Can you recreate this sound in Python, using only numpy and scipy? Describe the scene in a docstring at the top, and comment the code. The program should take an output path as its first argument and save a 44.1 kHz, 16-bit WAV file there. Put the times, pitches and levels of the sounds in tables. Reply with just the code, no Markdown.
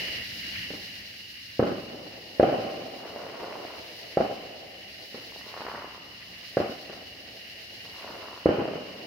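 """Night beside a wood: tree crickets, katydids and a low rumble start loud and settle, under a dull far roll.
Fireworks join in: dull bangs from 0.7 s, and from 3 s swarms of crackling stars between later bangs. A last
bang near 8.5 s is followed by a few more pops. Insects are pulsed near-sines and coloured noise; bursts are
short shock waves with a slap echo off a wall and a tail scattered by the trees."""
import sys
import numpy as np
from scipy import signal
from scipy.fft import rfft, irfft, next_fast_len
from scipy.io import wavfile
from scipy.ndimage import uniform_filter1d

SR = 44100
rng = np.random.default_rng(int(sys.argv[2]) if len(sys.argv) > 2 else 0)


def dump_mix(stems):
    """Bounce the given channels to the path in sys.argv[1] as a 16-bit WAV at rate SR."""
    frames = np.atleast_2d(stems).T  # one column per channel
    limited = np.clip(frames, -1, 1)  # hard clip at full scale
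    pcm = np.round(limited * 32767).astype(np.int16)
    wavfile.write(sys.argv[1], SR, pcm)


N = 399546


def from_db(db):
    """Decibels to gain."""
    return 10 ** (np.asarray(db) / 20)


def rms_one(x):
    """Scale to rms 1."""
    return x / np.sqrt(np.mean(x ** 2) + 1e-20)


def in_time(rows):
    """Table columns as curves over all samples; the first column is time."""
    s, *columns = np.transpose(rows)
    return [np.interp(np.arange(N) / SR, s, c) for c in columns]


def at_hz(points, hz):
    """Read a spectrum on a log-frequency axis."""
    return np.interp(np.log(hz + 1), np.log(np.array(points)[:, 0]), np.array(points)[:, 1])


def drift(rate_hz):
    """Slow random curve of spread 1: noise through a double pole at rate_hz, worked out every 40 samples."""
    r = np.exp(-2 * np.pi * rate_hz * 40 / SR)
    raw = rng.standard_normal(N // 40 + 2002)
    slow = signal.lfilter([1], [1, -2 * r, r * r], raw)[2000:]     # skip the filter's start-up
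    return np.interp(np.arange(N) / 40, np.arange(len(slow)), rms_one(slow))


def spread(two, spectrum=None):
    """Two unrelated signals become left and right, alike in the bass, take on a colour and get rms 1."""
    # how alike left and right are: [pitch_hz, likeness 0-1]
    likeness = [(30, 0.97), (125, 0.95), (300, 0.83), (600, 0.46), (1100, 0.031), (2000, 0.028)]
    size = two.shape[1]
    hz = np.fft.rfftfreq(size, 1 / SR)
    alike = np.clip(at_hz(likeness, hz), 0, 1)
    mid, side = rfft(two)
    pair = np.sqrt(1 + alike) * mid + np.sqrt(1 - alike) * side * [[1], [-1]]
    if spectrum is not None:
        in_band = (hz > .8 * spectrum[0][0]) * (hz < 1.2 * spectrum[-1][0])
        pair = pair * from_db(at_hz(spectrum, hz)) * in_band
    return rms_one(irfft(pair, size))


def noise(spectrum):
    """Stereo noise of a given colour, rms 1."""
    return spread(rng.standard_normal((2, next_fast_len(N))), spectrum)[:, :N]


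def tree_crickets(opening_db, count=24):
    """Each singer is a wavering near-sine pulsed by its wing strokes; singers alternate left and right."""
    singers, t = np.zeros((2, N)), np.arange(N) / SR
    for k, (pitch, stroke, phase) in enumerate(rng.standard_normal((count, 3))):
        pitch_hz = 3010 - 130 * abs(pitch) + 45 * drift(30)
        stroke_hz = 52 + 7 * stroke
        strokes = np.maximum(np.sin(2 * np.pi * stroke_hz * t + 9 * phase) + 1.2, 0)
        tone = np.sin(2 * np.pi * np.cumsum(pitch_hz) / SR)
        singers[k % 2] += from_db(2.4 * drift(4.7)) * strokes * tone
    return from_db(-50.5 + opening_db + 0.71 * drift(0.64)) * rms_one(singers)


def trill(opening_db, swell_db):
    """Many singers blur into a band of noise near 2-3 kHz that swells with the katydid chorus."""
    # colour of the blurred trill: [pitch_hz, relative_db per Hz]
    trill_colour = [(530, -51), (900, -21), (1340, -17.5), (1920, 0.5), (2430, -4), (2890, 0), (3190, -7.5),
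                    (3600, -17), (4680, -53), (7920, -120)]
    level_db = -50.5 + 1.23 * opening_db + 0.9 * swell_db + 1.53 * drift(22)
    return from_db(level_db) * noise(trill_colour)


def throb():
    """Katydids rasp in step: evenly within a bout, each rasp a rounded swell around the mean level, in dB."""
    # bouts of rasping: [first_rasp_s, last_rasp_s, swell_db before the moving mean is taken off]
    bouts = [(0.15, 1.305, 2.6), (1.455, 1.797, 2), (2.507, 3.206, 2), (3.441, 3.786, 2),
             (4.004, 4.575, 2.8), (4.81, 5.724, 2.5), (5.95, 6.162, 1.6), (6.479, 7.063, 3.6),
             (7.388, 7.99, 2.5), (8.77, 8.9, 1)]
    rasp_s = .1165     # about the time from one rasp to the next; also the length of a swell
    peaks = np.zeros(N)
    for first_s, last_s, swell_db in bouts:
        count = round((last_s - first_s) / rasp_s) + 1
        rasps_s = np.linspace(first_s, last_s, count)
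        peaks[(rasps_s * SR).astype(int)] = swell_db
    swells = signal.fftconvolve(peaks, np.hanning(round(rasp_s * SR)), "same")
    return swells - uniform_filter1d(swells, size=SR // 4)


def katydids(opening_db, chorus_db, throb_db):
    """The katydid chorus is a broad band of noise, swelling slowly and throbbing with the rasps."""
    # colour of the rasping: [pitch_hz, relative_db per Hz]
    katydid_colour = [(1880, -40), (3200, -13), (3350, -11), (3600, -11), (4090, -4), (5180, -6.5),
                      (6170, -19), (7500, -30.5), (9750, -39), (16500, -120)]
    return from_db(chorus_db + opening_db + throb_db + 0.84 * drift(42)) * noise(katydid_colour)


def insect_treble(opening_db, swell_db, throb_db):
    """Hissing treble noise that follows the chorus's swells and throbs; the right side is louder."""
    # colour of the hiss: [pitch_hz, relative_db per Hz]
    treble_colour = [(4120, -7), (7000, -9), (8020, -17), (9500, -7.5), (11200, -7.5), (12300, -7.5),
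                     (15200, -6)]
    level_db = -61 + opening_db + 1.23 * swell_db + 0.61 * throb_db + 0.47 * drift(20)
    left_right_db = np.array([[-2.0], [1.8]])
    return from_db(level_db + left_right_db) * noise(treble_colour)


def rumble(opening_db):
    """Low noise, mostly below 300 Hz, that wavers slowly."""
    # colour of the rumble: [pitch_hz, relative_db per Hz]
    rumble_colour = [(12, -44), (20, -8), (37, -25), (65, -5), (124, -4.5), (140, -13), (178, -5),
                     (300, -10.5), (390, -19), (660, -120)]
    return from_db(-57.5 + opening_db + 0.81 * drift(2.4)) * noise(rumble_colour)


def far_roll():
    """Far echoes run together into a dull roll: low-mid noise riding a drawn level curve."""
    # level of the roll, before its waver: [time_s, level_db]
    roll_curve = [(0, -44), (.25, -56), (.8, -59), (1.5, -69), (2.0, -45), (2.35, -49.5), (2.95, -46.5),
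                  (3.45, -39), (4.0, -50), (4.6, -54), (6.2, -57), (7.1, -56), (7.85, -57.5), (8.2, -44),
                  (8.5, -59), (9.06, -48)]
    # colour of the far echoes: [pitch_hz, relative_db per Hz]
    roll_colour = [(88, -46), (150, -26), (344, 2.5), (377, -3), (405, 2), (684, 4), (1300, -21),
                   (1690, -46), (2860, -120)]
    (roll_db,) = in_time(roll_curve)
    return from_db(roll_db + 2.0 * drift(7.1)) * noise(roll_colour)


def shock(length_ms, edge_hz, treble_db, treble_hz, thump_db):
    """N-shaped wave; ground and foliage cut it steeply above an edge and let a little treble through; peak 1."""
    t = np.arange(2048) / SR * 1000 / length_ms     # in wave lengths
    wave = (1 - 2 * t) * (t < 1) * np.exp(-.6 * t)     # the suction phase is the weaker
    body = signal.sosfilt(signal.cheby1(6, 1.5, edge_hz, fs=SR, output="sos"), wave)
    front = (t > .6) * np.exp(-t * 3.8)     # the treble comes from this steep front alone
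    treble = signal.sosfilt(signal.butter(2, [edge_hz, treble_hz], "band", fs=SR, output="sos"), front)
    both = body + from_db(treble_db) * treble / np.abs(treble).max()
    # the ground shakes
    thump = signal.sosfilt(signal.butter(1, [55, 130], "band", fs=SR, output="sos"), body)
    both = signal.sosfilt(signal.butter(1, 260, "high", fs=SR, output="sos"), both)
    both = both + from_db(thump_db) * thump
    return both / np.abs(both).max()


def paths(slap_db, scatter_db, t60, depth_s, late_db, bass_db, lift_db, echo_db=0):
    """Direct path, wall echo, reflections close by after each, trunks as deep as the wood goes, far hills."""
    # sound returned by trunks and posts, before bass and lift: [pitch_hz, relative_db]
    scatter_colour = [(40, -19), (120, -1.5), (250, -2.5), (450, -3), (750, 5.5), (1200, 4.5), (2000, 3),
                      (4000, -1.5)]
    # single echoes off the ground and nearby houses: [delay_s, level_db before echo_db]
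    echoes = [(0.00192, -12.5), (.0455, -14.5), (0.079, -17), (.127, -18.5), (.0336, -17), (0.00758, -15.5)]
    slap_s = .0316     # the wall echo comes this much later
    slap_at = round(slap_s * SR)
    size = 2 * SR
    t = np.arange(size) / SR
    # about 6000 random reflections a second
    hits = rng.standard_normal((2, size)) * (rng.random((2, size)) < 6000 / SR)
    lumps = from_db(1.6 * drift(22)[:size])     # clumps of trees answer together
    trunks = from_db(-60 * t / t60) / (1 + (t / depth_s) ** 4)
    trunks = trunks * np.clip((t - slap_s) / 0.021, .25, 1)
    hills = from_db(late_db - 60 * t / 3.05) * np.clip(t / 0.011, 0, 1)
    near = from_db(10 - 60 * t / .055) * np.clip((t - .002) / .003, 0, 1)
    near = near + from_db(slap_db + 1.0) * np.roll(near, slap_at) * (t > slap_s)
    colour = [(hz, db + bass_db * (hz < 400) + lift_db * (hz > 1000)) for hz, db in scatter_colour]
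    out = from_db(scatter_db) * spread(hits, colour) * lumps * (trunks + hills + near)
    out[:, 0] += 1     # direct path
    out[:, slap_at] += from_db(slap_db)
    for delay_s, db in echoes:
        out[:, round(delay_s * SR)] += from_db(db + echo_db)
    return out


def shells():
    """Each burst is a shock wave heard over its own set of paths, with a wash of treble off the leaves."""
    # bursts: [trough_s, level_db of the direct wave's peak, length_ms of the shock, slap_db of the wall echo,
    # scatter_db, depth_s of the wood that answers, bass_db of the tail, treble_db of the shock]
    shell_list = [(0.706, -27.5, 2.03, -1.5, -31.5, 0.11, 3.5, -26),
                  (1.5959, -8, 1.93, -2, -31.5, 0.22, 4, -25),
                  (2.3991, -1.5, 1.57, -1.2, -33, 0.72, 2, -27.5),
                  (4.173, -6.5, 1.53, -3.5, -34.5, 0.22, 1.5, -26),
                  (5.1465, -27.5, 2, -9, -34.5, 0.12, 5, -18.5),
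                  (6.5716, -7, 1.57, -4, -35.5, 0.13, 3.5, -22.5),
                  (6.899, -29, 1.5, -5, -34, 0.084, 4, -17), (8.4599, -2.5, 1.9, -4, -34.5, .83, 0.2, -27)]
    # leaves scatter the treble into a smooth wash: [pitch_hz, relative_db per Hz]
    leaf_colour = [(800, -36), (1000, 6.5), (1500, -12.5), (2200, -2), (3000, 4.5), (3500, -22),
                   (4500, -25)]
    wash_db, wash_t60_s, wash_rise_s = -36.5, 2.17, .035     # wash_db is relative to the burst's level
    out, wash = np.zeros((2, N + 3 * SR)), np.zeros(N + SR)
    t = np.arange(SR) / SR
    for trough_s, db, length_ms, slap_db, scatter_db, depth_s, bass_db, treble_db in shell_list:
        wave = shock(length_ms, 801, treble_db, 1920, thump_db=-6.0)
        way = paths(slap_db, scatter_db, 0.91, depth_s, -14.5, bass_db, lift_db=7)
        bang = signal.fftconvolve(way, wave[None], axes=1)
        at = round(trough_s * SR) - wave.argmin()
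        out[:, at:at + bang.shape[1]] += from_db(db) * bang
        fade = from_db(db + wash_db - 60 * t / wash_t60_s) / (1 + (t / (1.6 * depth_s)) ** 4)
        wash[at:at + SR] += fade * np.clip(t / wash_rise_s, 0, 1)
    return out[:, :N] + wash[:N] * noise(leaf_colour)


def crackle():
    """Stars pop as short shocks: some placed singly, the swarms at random; all share one set of paths."""
    # single pops, some of them echoes of an earlier pop:
    # [peak_s, level_db of the direct wave's peak, length_ms of the shock]
    single_pops = [(3.057, -30, 1.3), (3.162, -24.5, 1.24), (3.238, -29, 1.24), (3.2675, -26, 1.3),
                   (3.4186, -27, 1.2), (3.4346, -27.5, 0.94), (3.444, -28, 1), (3.484, -25.5, 1.5),
                   (3.5563, -27, 1), (3.6514, -27, 1.3), (3.7053, -34, 0.85), (5.322, -38, 0.89),
                   (5.3624, -31.5, 1.2), (5.4122, -37.5, 0.73), (5.4676, -34, 1.65), (5.541, -28, 0.86),
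                   (5.5666, -29, 0.78), (5.5755, -27, 0.79), (5.6075, -29.5, 1.2), (5.6181, -26.5, 1.07),
                   (5.6524, -25.5, 1.21), (5.6661, -24.5, 0.79), (5.685, -25.5, 1.1), (5.7176, -27, 0.9),
                   (5.74, -29, 1.2), (5.748, -24.5, 0.86), (5.7552, -26, 0.74), (5.7916, -37, 0.85),
                   (5.8218, -28, 0.77), (5.8453, -27.5, 1.26), (5.931, -44, 0.71), (5.948, -33, 0.96),
                   (5.98, -40, 1.3), (8.047, -29.5, 1.13), (8.0772, -30, 0.76), (8.1056, -32.5, 2.3),
                   (8.2843, -30, 0.83), (8.331, -32, 0.94), (8.376, -32.5, 0.85), (8.6557, -19, 1.34),
                   (8.681, -22, 1.5), (8.737, -21, 1.46), (8.7574, -20.5, 1.53)]
    # swarms of small stars: [start_s, peak_s, end_s, level_db at the peak before sizes and shock gains,
    # edge_db at start and end relative to that, bright 0-1: sharp share of each pop before the gains];
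    # the last row ends before its peak, so it lasts only 3 ms
    swarms = [(2.982, 3.454, 3.8, -42.5, -6.5, 0.36), (5.446, 5.68, 5.96, -42.5, -14, 0.59),
              (7.84, 8.146, 8.45, -46.5, -11.5, 0.52), (8.547, 8.7, 8.55, -42.5, -8, 0.47)]
    pops = np.zeros(N + SR)
    for peak_s, db, length_ms in single_pops:
        wave = shock(length_ms, 1350 / length_ms, -20, 1950, thump_db=-10.5)
        at = round(peak_s * SR) - np.abs(wave).argmax()
        pops[at:at + len(wave)] += from_db(db) * wave
    sharp_shock = from_db(12.0) * shock(0.76, 1460, -15, 2440, thump_db=-24)
    dull_shock = from_db(-10.0) * shock(1.8, 860, -17, 2000, thump_db=-17)
    for start_s, peak_s, end_s, peak_db, edge_db, bright in swarms:
        shape_db = np.interp(np.arange(N) / SR, [start_s, peak_s, end_s], [edge_db, 0, edge_db], -120, -120)
        sizes_db = 4 * np.minimum(rng.exponential(1, N), 2.5)
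        # about 220 pops a second
        born = (rng.random(N) < 220 / SR) * from_db(peak_db + shape_db + sizes_db)
        sharp = signal.fftconvolve(born * bright, sharp_shock)
        dull = signal.fftconvolve(born * (1 - bright), dull_shock)
        pops[:N] += (sharp + dull)[:N]
    way = paths(slap_db=-8, scatter_db=-44.0, t60=0.54, depth_s=0.42, late_db=-13,
                bass_db=10.0, lift_db=8.5, echo_db=-7.5)
    return signal.fftconvolve(way, pops[None], axes=1)[:, :N]


def scene():
    """Fireworks over the night chorus, whose layers share an opening, a slow swell and a throb."""
    # the background starts louder and settles, in dB above the later level:
    # [time_s, opening_db of crickets and rumble, katydid_opening_db]
    opening = [(0, 12.1, 12.2), (.15, 12, 9.1), (.27, 6.8, 8.1), (.43, 8.2, 8.5), (.58, 10.3, 8.1),
               (.73, 5.3, 4.8), (.85, 4.6, 4.9), (1.1, 0.62, 1.3), (1.5, 0.033, 0.13)]
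    # the katydid chorus swells and sinks: [time_s, level_db before opening and throb]
    chorus = [(0, -50.5), (1.11, -48.5), (1.51, -48), (1.99, -50.5), (2.55, -48.5), (3.25, -50),
              (3.56, -49.5), (3.96, -47), (4.64, -51.5), (5.07, -48), (5.4, -47.5), (6.03, -52),
              (6.55, -47), (7.06, -50.5), (7.95, -47.5), (8.7, -52), (9.06, -50)]
    opening_db, katydid_opening_db = in_time(opening)
    (chorus_db,) = in_time(chorus)
    swell_db = chorus_db + 50.5     # relative to a middling chorus of -50.5 dB
    throb_db = throb()
    insects = tree_crickets(opening_db) + trill(opening_db, swell_db)
    insects += katydids(katydid_opening_db, chorus_db, throb_db)
    insects += insect_treble(katydid_opening_db, swell_db, throb_db)
    return insects + rumble(opening_db) + far_roll() + shells() + crackle()


def record(dry):
    """The loudest peaks are flattened, the positive side sooner; the top is cut above 15.8 kHz."""
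    # small microphones lose the deepest bass
    dry = signal.sosfilt(signal.butter(1, 40, "high", fs=SR, output="sos"), dry)
    ceiling = np.where(dry > 0, .6, .67)
    held = dry / (1 + (dry / ceiling) ** 6) ** (1 / 6)
    return signal.sosfilt(signal.ellip(10, .5, 70, 15780, fs=SR, output="sos"), held)


dry = scene()
out = record(dry)
dump_mix(out)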